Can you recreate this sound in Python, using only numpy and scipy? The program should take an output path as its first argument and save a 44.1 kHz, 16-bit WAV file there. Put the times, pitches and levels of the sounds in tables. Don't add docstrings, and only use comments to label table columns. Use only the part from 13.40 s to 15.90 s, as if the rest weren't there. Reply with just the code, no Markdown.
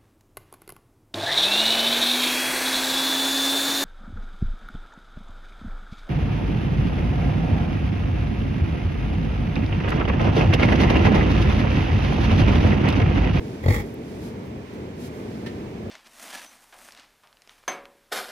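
import sys
import numpy as np
from scipy import signal
from scipy.fft import rfft, irfft, next_fast_len
from scipy.io import wavfile
from scipy.ndimage import map_coordinates

SR = 44100
rng = np.random.default_rng(int(sys.argv[2]) if len(sys.argv) > 2 else 0)


def generate_wav(signal):
    frames = np.transpose(np.atleast_2d(signal))
    scaled = np.clip(frames, -1, 1) * 32767
    pcm = np.round(scaled).astype(np.int16)
    wavfile.write(sys.argv[1], SR, pcm)


N = 110250

# f/Hz, width/Hz, gain for pulses/dB, gain for air/dB, left-right/dB
FORMANTS = [(207.4, 110, 3, -12, -1.5), (476, 144, 3, 9, 2.5), (838, 74, -3, 9, -6),
            (1083, 370, -15.5, 0, 9), (1960, 283, -12, 7, -9), (2134, 310, -25, 3, 4.5),
            (3330, 87, -19.5, -3, 13), (3730, 160, -17.5, -7.5, 5.5), (4390, 97, -12, -7, -0.5),
            (5180, 240, -27, -10, -8), (6400, 2500, -33, -18.5, -6), (7000, 330, -33, -16, 13),
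            (12400, 9700, -30, -20, 4.5)]


def amp(db):
    return 10 ** (np.asarray(db) / 20)


def unit(x):
    return x / np.sqrt(np.mean(x ** 2) + 1e-20)


def along(points, hz):
    f, v = np.transpose(points)
    return np.interp(np.log(hz + 1), np.log(f + 1), v)


def curve(points):
    return np.interp(np.arange(N) / SR, *np.transpose(points))


def wobble(rate):
    knots = rng.standard_normal(int(N * rate / SR) + 4)
    return map_coordinates(knots, [np.arange(N) * rate / SR])


def pan(db):
    return amp(np.array([[.5], [-.5]]) * db)


def lead(hz, seconds):
    return np.exp(1j * np.pi * hz * seconds * np.array([[1], [-1]]))


def filtered(x, response):
    m = next_fast_len(N + SR // 2)
    return irfft(rfft(x, m) * response(np.fft.rfftfreq(m, 1 / SR)), m)[..., :N]


def noise(spectrum, tilt_db=0):
    # f/Hz, correlation
    coherence = [(60, 1), (250, 0.94), (400, 0.89), (600, 0.6), (850, 0.19), (1400, 0.24), (2200, 0.45),
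                 (5000, 0.033), (15000, .05)]
    angle = lambda hz: np.arccos(np.clip(along(coherence, hz), 0, 1)) / 2
    colour = lambda hz: amp(along(spectrum, hz) + tilt_db * np.log2(hz + 1))
    white = rng.standard_normal((2, N))
    mid, side = filtered(white, lambda hz: colour(hz) * [np.cos(angle(hz)), np.sin(angle(hz))])
    return unit(np.array([mid + side, mid - side]))


def ports(x):
    # f/Hz, lead of the left/s
    left_lead = [(60, -.0002), (150, 0), (300, .00025), (700, .0003), (1000, .00045), (2200, .00052)]
    # f/Hz, left-right/dB
    balance = [(50, 2.8), (200, 0.1), (450, -0.5), (560, -2), (1000, 1), (1550, -2.5), (1900, -4.5),
               (3300, -5.5), (5000, 0), (7000, -2), (9300, 7), (13000, 3.5)]
    return filtered(x, lambda hz: pan(along(balance, hz)) * lead(hz, along(left_lead, hz)))


def background():
    # f/Hz, relative density level/dB
    rush_spectrum = [(12, -61), (20, -43), (75, -4.5), (113, -3), (157, -5.5), (226, -1.5), (302, -6),
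                     (441, -6), (537, -14.5), (588, -14.5), (750, -19.5), (980, -26), (1650, -120)]
    # t/s, level/dB
    rush_level = [(0, -33.5), (.75, -33.5), (.9, -36), (.97, -34), (1.21, -34), (1.28, -38.5), (1.4, -34),
                  (1.8, -34), (2.0, -32), (2.32, -33.5), (2.5, -29.5)]
    # f/Hz, relative density level/dB
    hiss_spectrum = [(560, -10.5), (950, -2), (1370, -7), (1840, -8), (2300, -7), (2800, -11), (3380, -15),
                     (4280, -17.5), (6310, -21), (7710, -27), (8670, -25.5), (9990, -34), (14200, -30),
                     (15800, -39)]
    hiss_db, rise_db_per_s = -48.5, 1.15
    from_middle_s = (np.arange(N) - N / 2) / SR
    rush = amp(curve(rush_level) + 0.93 * wobble(9.25)) * noise(rush_spectrum)
    hiss = amp(hiss_db + rise_db_per_s * from_middle_s + 0.98 * wobble(6.08)) * noise(hiss_spectrum)
    return rush + hiss


def rustles_and_tail():
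    # peak t/s, rise/s, fall/s, level/dB, spectral tilt/(dB per octave)
    # The one at 0.47 s is the tail; the others are cloth and fur.
    swells = [(.085, 0.11, 0.18, -52, -1.5), (.47, .05, 0.077, -58.5, 4), (.745, 0.14, 0.049, -55.5, 1),
              (.86, 0.077, 0.057, -51, 1.5), (1.06, 0.023, .04, -64, 14), (1.34, 0.012, 0.017, -60, 7),
              (1.657, 0.066, 0.034, -48, 2), (1.785, 0.081, .05, -58.5, 4), (1.94, 0.12, 0.27, -54.5, -1),
              (2.28, 0.071, .04, -57, -7)]
    # f/Hz, relative density level/dB
    swell_spectrum = [(300, -24), (1500, 8), (2500, 3.5), (5000, 3.5), (8000, -4.5), (13000, -7),
                      (16000, -17.5)]
    t = np.arange(N) / SR
    out = np.zeros((2, N))
    for peak_s, rise, fall, db, tilt_db in swells:
        swell = np.exp(-((t - peak_s) / np.where(t < peak_s, rise, fall)) ** 2)
        grainy_hiss = unit(noise(swell_spectrum, tilt_db) * amp(wobble(360)))
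        out += amp(db) * swell * grainy_hiss
    return out


def tract(x, gains_db):
    band = lambda hz, centre, width: 1j * hz * width / (centre ** 2 - hz ** 2 + 1j * hz * width)
    return filtered(x, lambda hz: sum(amp(db) * pan(side_db) * band(hz, centre, width) ** 2
                                      for (centre, width, _, _, side_db), db in zip(FORMANTS, gains_db)))


def grunt():
    # t/s, f/Hz
    pulse_rate = [(.24, 46), (.272, 43), (.3, 48.7), (.312, 59), (.333, 48), (.37, 55), (.43, 51)]
    # t/s, relative level/dB
    force = [(.238, -13), (.261, -2.5), (.284, 1.5), (.306, -3.5), (.321, -26), (.343, -12), (.365, -26),
             (.415, -28), (.44, -29), (.46, -54)]
    # t/s, relative level/dB
    airflow = [(.19, -78), (.235, -40), (.272, -40), (.288, -32), (.31, -30), (.328, -30.5), (.346, -27.5),
               (.38, -33), (.412, -35), (.44, -48.5), (.48, -67), (.55, -110)]
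    # f/Hz, relative density level/dB
    hiss_spectrum = [(1500, -28), (3000, 2), (6000, 8.5), (8000, 8), (11000, 1.5), (14500, 4), (16000, 8)]
    # f/Hz, relative density level/dB
    puff_spectrum = [(15, -40), (30, -20), (45, 3), (70, 1), (130, -2), (200, -12), (330, -16), (500, -30),
                     (1000, -73)]
    first_pulse_s, rasp_s, gust_s = .2386, 0.015, .003
    chest_hz, chest_t60_s, low_cut_hz, soften_hz = 98.2, 0.069, 42, 2420
    t = np.arange(N) / SR
    convolve = lambda x, shape: signal.fftconvolve(x, shape)[:N]
    force_db, air_db = curve(force), curve(airflow)
    _, _, pulse_gains_db, air_gains_db, _ = np.transpose(FORMANTS)
    cycles = np.cumsum(curve(pulse_rate) * (t >= first_pulse_s) / SR)
    pulses = np.diff(np.ceil(cycles), prepend=0) * (t < force[-1][0])

    chest_mode = np.sin(2 * np.pi * chest_hz * t) * amp(-60 * t / chest_t60_s)
    chest = convolve(pulses * amp(force_db - 1.5), chest_mode)
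    chest = filtered(chest, lambda hz: (hz ** 2 / (hz ** 2 + low_cut_hz ** 2)) ** 2)

    slaps = pulses * amp(1.1 * force_db + 2.5)
    rasp = convolve(slaps, np.exp(-t / rasp_s)) * rng.standard_normal(N)
    excitation = filtered(10 * slaps + 0.31 * rasp, lambda hz: 1 / (1 + 1j * hz / soften_hz))
    throat = tract(excitation, pulse_gains_db)

    gust = t / gust_s * np.exp(1 - t / gust_s)
    flutter_db = 5 * (convolve(pulses, gust) - .5)
    white = noise([(100, 0), (10000, 0)])
    nose = amp(air_db + flutter_db) * unit(tract(white, air_gains_db))

    peak_db = air_db.max()
    hiss_db = peak_db - 12 + 1.4 * (air_db - peak_db) + .5 * flutter_db
    puff_db = peak_db + 1 + 0.6 * (air_db - peak_db)
    hiss = amp(hiss_db) * noise(hiss_spectrum) * pan(db=0.5)
    puff = amp(puff_db) * noise(puff_spectrum)
    return ports(chest + hiss + puff) + filtered(throat + nose, lambda hz: lead(hz, seconds=.0003))


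def tick():
    # f/Hz, relative density level/dB
    tick_spectrum = [(7000, -50), (9500, -18), (11500, 3), (16000, 2)]
    onset_s, level_db, t60_s = .5427, -37, .005
    age = np.arange(N) / SR - onset_s
    return (age > 0) * amp(level_db - 60 * np.abs(age) / t60_s) * noise(tick_spectrum)


def scuffs():
    # t/s, level/dB
    strokes = [(2.061, -33.5), (2.083, -44)]
    # f/Hz, relative density level/dB
    scrape_spectrum = [(300, -17), (1000, -3), (1500, -4), (1820, -2), (2200, -1), (4300, -5), (8000, -21),
                       (15000, -29)]
    rise_s, scrape_t60_s = 0.0032, 0.096
    stone_hz, stone_t60_s, stone_db = 1810, 0.06, 2.5
    t = np.arange(N) / SR
    out = np.zeros((2, N))
    for onset_s, db in strokes:
        age = np.maximum(t - onset_s, 0)
        scrape = amp(-60 * age / scrape_t60_s) * noise(scrape_spectrum)
        ring = amp(stone_db - 60 * age / stone_t60_s) * np.sin(2 * np.pi * stone_hz * age)
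        out += amp(db) * (1 - np.exp(-age / rise_s)) * (scrape + ring)
    return out


def scene():
    return grunt() + ports(rustles_and_tail() + scuffs() + tick() + background())


def record(dry):
    cutoff_hz = 15850
    return filtered(dry, lambda hz: hz < cutoff_hz)


dry = scene()
out = record(dry)
generate_wav(out)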